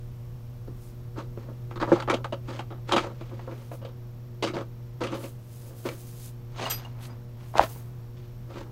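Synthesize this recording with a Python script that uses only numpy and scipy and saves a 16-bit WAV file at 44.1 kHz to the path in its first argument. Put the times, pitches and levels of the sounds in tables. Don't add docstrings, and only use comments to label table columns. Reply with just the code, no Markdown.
import sys
import numpy as np
from scipy import signal
from scipy.fft import rfft, irfft, next_fast_len
from scipy.io import wavfile
from scipy.ndimage import uniform_filter1d, map_coordinates

SR = 44100
rng = np.random.default_rng(int(sys.argv[2]) if len(sys.argv) > 2 else 0)


def wrap_up_sound(samples):
    columns = np.atleast_2d(samples).T
    tamed = np.clip(columns, -1, 1)
    steps = np.round(tamed * 32767).astype(np.int16)
    wavfile.write(sys.argv[1], SR, steps)


N = 384195


def amp(db):
    return 10 ** (np.asarray(db) / 20)


def unit(x):
    return x / np.sqrt(np.mean(x ** 2) + 1e-20)


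def along(points, hz):
    f, v = np.transpose(points)
    return np.interp(np.log(hz + 1), np.log(f + 1), v)


def curves(rows):
    s, *columns = np.transpose(rows)
    return [np.interp(np.arange(N) / SR, s, column) for column in columns]


def wobble(rate):
    knots = rng.standard_normal(int(N * rate / SR) + 4)
    return map_coordinates(knots, [np.arange(N) * rate / SR])


def filtered(x, response):
    m = next_fast_len(N + SR // 2)
    return irfft(rfft(x, m) * response(np.fft.rfftfreq(m, 1 / SR)), m)[..., :N]


def hiss(spectrum):
    return unit(filtered(rng.standard_normal(N), lambda hz: amp(along(spectrum, hz))))


def bandpass(f, centre_hz, width_hz):
    return 1j * f * width_hz / (centre_hz ** 2 - f ** 2 + 1j * f * width_hz)


def body(f, modes, softness, favoured_hz=None, fall_db=0):
    response = 0
    for k, (pitch_hz, width_hz, level_db) in enumerate(modes):
        lean_db = fall_db * abs(np.log2(pitch_hz / favoured_hz)) if favoured_hz else 0
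        response = response + (-1) ** k * amp(level_db - lean_db) * bandpass(f, pitch_hz, width_hz)
    response = response * 1j * f / (modes[0][0] + 1j * f)
    response = response / (1 + 1j * f / min(modes[-1][0], 4000)) ** softness
    return response / np.sqrt(np.mean(abs(response) ** 2))


def through(x, modes, softness):
    return filtered(x, lambda f: body(f, modes, softness))


STROKE_DROP_DB = 20


def strokes(table):
    t, power = np.arange(N) / SR, np.zeros((2, N))
    for full_s, rise_s, hold_s, fall_s, level_db, bright_db in table:
        end_s = full_s + hold_s
        span = slice(max(int((full_s - 3 * rise_s) * SR), 0), int((end_s + 3 * fall_s) * SR))
        away = np.maximum((full_s - t[span]) / rise_s, (t[span] - end_s) / fall_s)
        stroke_db = level_db - STROKE_DROP_DB * np.maximum(away, 0)
        power[:, span] += amp(2 * (stroke_db + np.array([[0], [bright_db]])))
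    return np.sqrt(power)


def friction(table, low, mid, high, grit_db, low_db, pad, softness):
    level, bright = strokes(table)
    grit = amp(grit_db * wobble(90) + grit_db * wobble(400))
    dull, middle, edge = [unit(grit * rng.standard_normal(N)) for _ in range(3)]
    rub = amp(low_db) * through(dull, low, 1.4) + through(middle, mid, pad)
    return level * rub + bright * through(edge, high, softness)


def contacts(t, t60, shape, onset_s, rattle_db, spike, edge):
    crack_fade_db = 11
    size = len(t)
    force = rng.standard_normal((3, size)) * amp(3.74 * rng.standard_normal(size))
    clumps = unit(uniform_filter1d(rng.standard_normal(size), size=110))
    force *= unit(amp(rattle_db * np.tanh(t / 0.018) * clumps))
    force *= amp(-60 * (t / t60) ** shape) * (1 - np.exp(-t / onset_s))
    force[2] *= amp(-crack_fade_db * t / t60)
    force[:, 0] = spike, spike, spike * edge
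    return force


THIN_WALL_HZ = [2030, 2330, 2920, 3110, 3800, 4500, 4650]
THIN_WALL_Q = 28


def crack_colour(f, thin, crack_hz):
    flex = 1
    for c in THIN_WALL_HZ:
        flex = flex + thin * rng.uniform(0, 2) * bandpass(f, c, c / THIN_WALL_Q)
    for c in crack_hz:
        flex = flex * (0.48 + 1.6 * bandpass(f, c, c / 3.74))
    return flex


def blows(table, low, mid, high, spike, pad, dull, shape, fall_db, thin, edge, onset_s, rattle_db, layers):
    size = 8192
    out, t, f = np.zeros(N + size), np.arange(size) / SR, np.fft.rfftfreq(size, 1 / SR)
    for start_s, level_db, thud_db, crack_db, t60, mid_hz, *crack_hz in table:
        force = contacts(t, t60, shape, onset_s, rattle_db, spike, edge)
        softness = dull - 0.059 * min(crack_db, -8)
        thud_body = amp(thud_db) * body(f, low, 2.25)
        knock_body = body(f, mid, pad, mid_hz, fall_db) ** layers
        crack_body = amp(crack_db) * crack_colour(f, thin, crack_hz) * body(f, high, softness)
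        thud, knock, crack = irfft(rfft(force) * [thud_body, knock_body, crack_body])
        out[round(start_s * SR):][:size] += amp(level_db) * (thud + knock + crack) / abs(knock).max()
    return out[:N]


# time_s, hum_db, rumble_db
BED_LEVELS = [(0, -40, -45.5), (.95, -41.5, -47), (1.55, -38, -46.5), (1.9, -37.5, -45), (2.6, -38.5, -48),
              (4.2, -41, -52), (5.15, -39, -51), (5.45, -41.5, -52), (6.2, -42, -53), (6.7, -39.5, -49),
              (7.4, -40.5, -51.5), (8.71, -41, -46)]
# multiple, level_db (re hum)
HUM_OVERTONES = [(2, -20), (3, -19), (4, -22), (5, -29)]
# (per Hz, relative)
RUMBLE_SPECTRUM = [(15, -5), (28, 7), (60, -4), (110, 0), (200, -17.5), (300, -46.5)]
# (per Hz, relative)
AIR_SPECTRUM = [(70, -13), (130, -10.5), (240, -14.5), (330, -24.5), (600, -26), (1140, -30.5),
                (1600, -36.5), (2900, -40.5), (6000, -44.5), (9000, -53.5), (15800, -48)]
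HUM_HZ = 119.6


def background():
    hum_db, rumble_db = curves(BED_LEVELS)
    phase = 2 * np.pi * HUM_HZ * np.arange(N) / SR
    hum = np.sin(phase + 0.56 * wobble(18.0)) * amp(0.9 * wobble(17))
    for multiple, level_db in HUM_OVERTONES:
        drift = rng.uniform(0, 2 * np.pi) + 0.7 * wobble(12)
        hum = hum + amp(level_db + 2.3 * wobble(6.2)) * np.sin(multiple * phase + drift)
    air = amp(-51) * hiss(AIR_SPECTRUM)
    return np.sqrt(2) * amp(hum_db) * hum + amp(rumble_db) * hiss(RUMBLE_SPECTRUM) + air


# pitch_hz, level_db (while on)
LONG_BLIP = [(12360, -77), (12712, -73), (13070, -69)]
# pitch_hz, level_db (while on)
SHORT_BLIP = [(12480, -74), (12800, -78), (13170, -70)]
# pitch_hz, level_db (while on)
CLOSING_BLIP = [(14020, -73), (14670, -70)]
# pitch_hz, level_db
THIN_TONE = [(5512, -78)]


def electronics():
    t = np.arange(N) / SR
    starts = np.cumsum(0.026 + rng.gamma(2, .004, size=400))
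    since = t - np.append(-1, starts)[np.searchsorted(starts, t)]
    waver = 0.4 * wobble(45)

    def gate(on_s, off_s):
        return uniform_filter1d(((since > on_s) & (since < off_s)) * 1., size=70)

    def tones(lines):
        return sum(amp(level_db) * np.sin(2 * np.pi * hz * t + waver) for hz, level_db in lines)

    blips = gate(0, .011) * tones(LONG_BLIP) + gate(.0135, .018) * tones(SHORT_BLIP)
    return blips + gate(.0185, .026) * tones(CLOSING_BLIP) + tones(THIN_TONE)


# pitch_hz, t60_s
ROOM_DECAY = [(150, 0.31), (1000, 0.1), (8000, 0.14)]


def shop(x):
    hz, t, grains = signal.stft(rng.standard_normal(SR // 2), SR, nperseg=256)
    decay = amp(-60 * t / along(ROOM_DECAY, hz)[:, None])
    tail = signal.istft(grains * decay, SR, nperseg=256)[1]
    delayed = np.pad(x, (300, 0))
    return signal.fftconvolve(delayed, tail / np.linalg.norm(tail))[:N]


# pitch_hz, width_hz, gain (added)
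PORT_DIP, PORT_PEAK = (5590, 200, -0.37), (6440, 180, 0.45)


def housing(x):
    return filtered(x, lambda f: 1 + sum(g * bandpass(f, c, w) for c, w, g in (PORT_DIP, PORT_PEAK)))


# full_from_s, rise_s, hold_s, fall_s, level_db, brightness_db (re level)
SLEEVE_STROKES = [(.82, 0.13, 0.061, 0.16, -62, -15), (3.58, 0.11, 0.078, .2, -66, -5),
                  (3.73, .05, 0.018, 0.07, -58.5, -2), (5.15, 0.014, .08, .1, -54.5, -5),
                  (5.25, .05, 0.033, 0.068, -52.5, -4), (5.56, 0.23, 0.13, 0.082, -56.5, -3),
                  (5.84, 0.28, 0.17, 0.1, -54, -2), (6.07, .05, 0.04, 0.24, -55, -4),
                  (6.2, 0.093, 0.099, 0.031, -51.5, -9), (7.03, 0.036, 0.042, 0.023, -53.5, -20),
                  (7.48, 0.13, .02, .2, -60.5, -5.5), (7.63, 0.07, 0.1, 0.18, -51.5, 2.5)]
# (per Hz, relative)
CLOTH_SPECTRUM = [(1200, -9), (2500, -4.5), (5000, -2), (9000, -0.5), (12000, -0.5), (15800, -7)]
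# (per Hz, relative)
FINE_SPECTRUM = [(7000, -49), (10500, -17), (13000, -9), (15800, -8)]


def sleeves():
    level, fine = strokes(SLEEVE_STROKES)
    fibres = amp(1.5 * wobble(30) + 1.5 * wobble(500))
    return unit(fibres) * (level * hiss(CLOTH_SPECTRUM) + fine * hiss(FINE_SPECTRUM))


def steel(hits, pitches, modes, rattle, shape):
    out, t = np.zeros(N + SR), np.arange(SR // 2) / SR
    for start_s, hit_db, stretch in hits:
        chatter = amp(1.4 * unit(uniform_filter1d(rng.standard_normal(len(t)), size=200)))
        ring = 0
        for hz, (level_db, t60) in zip(pitches, modes):
            fade_db = -60 * (t / (t60 * stretch)) ** shape
            ring = ring + amp(level_db + rng.normal(0, 1.4) + fade_db) * np.sin(2 * np.pi * hz * t)
        tick_fade = amp(-60 * t / 0.0039) + 0.27 * amp(-60 * t / 0.205)
        tick = rattle * tick_fade * np.diff(rng.standard_normal(len(t) + 1))
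        hit = chatter * ring * (1 - np.exp(-t / 0.0049)) + tick
        out[round(start_s * SR):][:len(t)] += amp(hit_db) * hit
    return out[:N]


# start_s, level_db, stretch (factor on t60)
ROD_NUDGES = [(6.699, -12.5, 0.96)]
ROD_PITCHES = [3216, 5841, 6584, 7585, 8330, 11946]
# level_db, t60_s
ROD_MODES = [(-25, 0.1), (-23, 0.15), (-29, 0.1), (-22, 0.075), (-29, 0.15), (-11, 0.17)]
# start_s, level_db, stretch (factor on t60)
KEY_NUDGES = [(6.678, -40, .4), (6.70, -37, 1.05), (7.098, -54, 0.4)]
KEY_PITCHES = [4900, 6450, 8560]
# level_db, t60_s
KEY_MODES = [(-5, 0.13), (-18, 0.1), (-18, 0.055)]
# start_s, level_db, stretch (factor on t60)
BAR_NUDGES = [(6.654, -25, 0.49), (6.703, -38, 1), (6.848, -37.5, 0.48), (6.897, -54, .3)]
BAR_PITCHES = [2790, 2843]
# level_db, t60_s
BAR_MODES = [(-19, 0.038), (4.5, 0.095)]


def tools():
    rod = steel(ROD_NUDGES, ROD_PITCHES, ROD_MODES, rattle=.15, shape=1.4)
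    key = steel(KEY_NUDGES, KEY_PITCHES, KEY_MODES, rattle=.06, shape=3)
    bar = steel(BAR_NUDGES, BAR_PITCHES, BAR_MODES, rattle=0.088, shape=1.15)
    return rod + key + bar


# full_from_s, rise_s, hold_s, fall_s, level_db, brightness_db (re level)
GLOVE_STROKES = [(6.595, 0.044, 0.077, 0.07, -39, -6.5), (6.65, 0.085, 0.03, 0.041, -35.5, -5.5),
                 (6.703, 0.0044, 0.021, 0.069, -45, 5.5), (6.78, 0.093, 0.032, 0.13, -53.5, -5.5),
                 (7.0, 0.22, 0.1, 0.15, -55, -23), (7.03, 0.039, 0.029, 0.011, -63, 11.5),
                 (7.42, 0.096, 0.037, 0.087, -58.5, -5), (7.575, 0.029, 0.065, 0.024, -31, -9),
                 (7.66, 0.017, 0.061, 0.44, -57, -22), (8.165, 0.015, 0.037, 0.18, -68, 5.5)]
# pitch_hz, width_hz, level_db
SINGING_MODES = [(1270, 110, 7), (2870, 500, -2), (4130, 670, 0.5), (6460, 630, -3.5), (8500, 90, -6)]
LIFTED_S = 7.2


def scrape():
    bright = strokes([row for row in GLOVE_STROKES if row[0] < LIFTED_S])[1]
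    jerks = unit(amp(4.9 * wobble(60) + 3.3 * wobble(300)) * rng.standard_normal(N))
    return amp(-2.0) * bright * through(jerks, SINGING_MODES, 0.1)


# start_s, level_db (knock peak), thud_db, crack_db (both re level), t60_s,
# favoured_hz
GLOVE_SLAPS = [(6.664, -25, 1, -20, 0.06, 700), (6.849, -37.5, 1, 2, 0.059, 800),
               (7.540, -28, -17.5, -21, 0.0098, 857), (7.554, -17, 5, -31, 0.02, 800),
               (7.575, -42, -7, -17, 0.014, 740), (7.5825, -15, -23, 7, 0.0065, 1200),
               (7.5942, 0.5, -31, -18, 0.003, 845), (7.609, -21.5, 14, -31, 0.012, 700),
               (7.634, -37, -1, -3.5, 0.036, 700), (7.76, -40, 18.5, -16, 0.011, 794)]
# pitch_hz, width_hz, level_db
PAD_MODES = [(357, 300, 0)]
# pitch_hz, width_hz, level_db
LEATHER_MODES = [(780, 510, 22), (1390, 2140, -20), (2070, 990, -27)]
# pitch_hz, width_hz, level_db
GRAIN_MODES = [(4000, 8900, 0)]
# pitch_hz, width_hz, level_db
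BENCH_MODES = [(45, 55, 0)]


def gloves():
    leather = blows(GLOVE_SLAPS, PAD_MODES, LEATHER_MODES, GRAIN_MODES,
                    spike=24.0, pad=2.6, dull=2.6, shape=3.4, fall_db=9, thin=0,
                    edge=0.99, onset_s=0.00053, rattle_db=-3.5, layers=1.97)
    leather = leather + friction(GLOVE_STROKES, PAD_MODES, LEATHER_MODES, GRAIN_MODES,
                                 grit_db=2.0, low_db=-5.0, pad=1.04, softness=3.9)
    return leather + amp(-40.5) * through(abs(leather), BENCH_MODES, 1.21)


# start_s, level_db (knock peak), thud_db, crack_db (both re
# level), t60_s, favoured_hz, crack_hz
HELMET_KNOCKS = [(0.676, -39.5, 12, -19, 0.11, 544, 4620), (1.161, -42, -13, -22, 0.04, 1230, 4300),
                 (1.175, -42, -1, -12, 0.052, 458, 4760), (1.374, -35, 12.5, -15.5, 0.026, 580, 2750),
                 (1.486, -38.5, 3.5, -37, 0.15, 487, 5200), (1.709, -30.5, -5, -10.5, 0.11, 930, 2180),
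                 (1.758, -32.5, 1, -10, 0.13, 1110, 3800), (1.8, -27.5, -6, -13, 0.16, 1110, 4570),
                 (1.813, -24.5, -1, -11.5, 0.13, 1150, 3600), (1.825, -16, -6, -16.5, 0.073, 880, 2130),
                 (1.875, -23.5, -2, -40, 0.16, 579, 2200), (1.918, -9, -6, -44, 0.025, 490, 2200),
                 (1.924, -18, 6, -15, 0.049, 570, 2190), (1.958, -24.5, -22, -22, 0.19, 800, 4500),
                 (2.001, -23, -24, -11.5, 0.062, 1350, 4050), (2.023, -26.5, -14, -6, 0.059, 1030, 2890),
                 (2.076, -23, -5, -18, 0.035, 775, 2980), (2.083, -17.5, -6, -20, 0.14, 905, 2960),
                 (2.098, -17.5, -1.5, -4, 0.11, 1210, 2220), (2.126, -17, -9, -27, 0.16, 580, 3430),
                 (2.139, -23, 1, -1.5, 0.083, 613, 3020), (2.244, -23, -17, -10, 0.073, 905, 2440),
                 (2.324, -22, -7, -12.5, 0.085, 540, 2840), (2.482, -34, 3, -28, 0.24, 895, 3170),
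                 (2.591, -27, -10, -8, 0.1, 795, 2650), (2.704, -35.5, 0.5, -19, 0.24, 770, 3430),
                 (2.891, -26, -3, -8, 0.066, 910, 2710), (2.912, -20.5, -25, -32, 0.16, 990, 4040),
                 (2.921, -14.5, -6, -1, 0.082, 1000, 3420), (2.934, -18, -0.5, -10.5, 0.095, 573, 3170),
                 (2.963, -11, -6.5, -9, 0.11, 820, 3160), (2.979, -15.5, -16, -7, 0.086, 1100, 2430),
                 (3.035, -26.5, -32, -25, 0.25, 640, 2780), (3.209, -34.5, 0, -10, 0.14, 575, 2410),
                 (3.312, -37.5, 0, -31, 0.19, 567, 2630), (3.393, -38, -21, -15.5, 0.06, 580, 2150),
                 (3.475, -30.5, -7, -34, 0.25, 511, 2200), (3.512, -36, -1, -14.5, 0.14, 503, 2390),
                 (3.715, -30.5, -9, -19.5, 0.12, 577, 2560), (3.816, -35.5, -7, -19, 0.31, 520, 2980),
                 (3.849, -34.5, -25, -10, 0.15, 519, 3200), (4.425, -21.5, -5, -6.5, 0.12, 520, 2900),
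                 (4.438, -21, -5, -9, 0.13, 519, 4900), (4.472, -28.5, 5.5, -0.5, 0.14, 1180, 2280),
                 (4.536, -30.5, 2, -12.5, 0.19, 522, 4130), (4.547, -34.5, -1, -3, 0.033, 900, 3260),
                 (4.566, -24, -28, -14, 0.13, 528, 2170), (5.015, -20.5, -17, -17, 0.099, 534, 4570),
                 (5.037, -29, -11, 0.5, 0.1, 540, 2560), (5.068, -34, -2, 0, 0.13, 1250, 2850),
                 (5.129, -27, -2, -13, 0.079, 525, 2600), (5.147, -30.5, 3, -10, 0.19, 525, 3200),
                 (5.239, -35, -3, -5, 0.12, 525, 2520), (5.853, -30, 9, -23, 0.04, 506, 3750),
                 (5.888, -26, -33, -5.5, 0.038, 501, 2390), (8.556, -36.5, 5.5, -25, 0.4, 900, 2700)]
# full_from_s, rise_s, hold_s, fall_s, level_db, brightness_db (re level)
HELMET_STROKES = [(1.185, 0.027, 0.012, 0.048, -37.5, -11), (1.39, 0.039, 0.012, 0.2, -53, -6),
                  (1.935, 0.1, 0.027, 0.068, -40, -5), (2.49, 0.046, 0.097, 0.045, -49, -2),
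                  (2.89, 0.019, 0.14, 0.075, -45, 0.5), (3.05, 0.034, 0.04, 0.045, -43.5, -19),
                  (3.2, 0.3, 0.42, 0.2, -60, -2), (4.55, 0.028, 0.071, 0.031, -41, -12),
                  (5.008, 0.0029, 0.045, 0.047, -33.5, -9.5), (5.12, 0.033, 0.036, 0.061, -41, -6),
                  (5.21, 0.035, 0.038, 0.052, -44.5, -9), (5.65, 0.11, 0.061, 0.25, -56.5, -16),
                  (5.86, 0.019, 0.017, 0.082, -39.5, -5), (8.505, 0.036, 0.024, 0.033, -50.5, -11),
                  (8.57, 0.059, 0.041, 0.039, -46.5, -3)]
# pitch_hz, width_hz, level_db
HOLLOW_MODES = [(219, 260, 1.5), (354, 78, 12)]
# pitch_hz, width_hz, level_db
SHELL_MODES = [(523, 73, 2.5), (778, 296, -1.5), (857, 190, 1.5), (1192, 180, -2.5), (1310, 118, 1.5),
               (1644, 640, -9)]
# pitch_hz, width_hz, level_db
RIM_MODES = [(2470, 11800, -0.68)]
PLASTIC_TOP_HZ = 8440


def helmet():
    plastic = blows(HELMET_KNOCKS, HOLLOW_MODES, SHELL_MODES, RIM_MODES,
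                    spike=8.5, pad=1.9, dull=1.0, shape=0.96, fall_db=9.0, thin=0.37,
                    edge=0.35, onset_s=0.00056, rattle_db=4.5, layers=0.99)
    plastic = plastic + friction(HELMET_STROKES, HOLLOW_MODES, SHELL_MODES, RIM_MODES,
                                 grit_db=2.0, low_db=1.0, pad=4.74, softness=2.26)
    return filtered(plastic, lambda hz: 1 / (1 + 1j * hz / PLASTIC_TOP_HZ - (hz / PLASTIC_TOP_HZ) ** 2))


def scene():
    handled = helmet() + gloves() + tools() + scrape()
    through_port = housing(handled + amp(-11.5) * shop(handled) + sleeves())
    return (through_port + background() + electronics())[None]


TOP_HZ = 15780


def record(dry):
    rounded = dry / (1 + abs(dry / .97) ** 6) ** (1 / 6)
    return filtered(rounded, lambda hz: hz < TOP_HZ)


dry = scene()
out = record(dry)
wrap_up_sound(out)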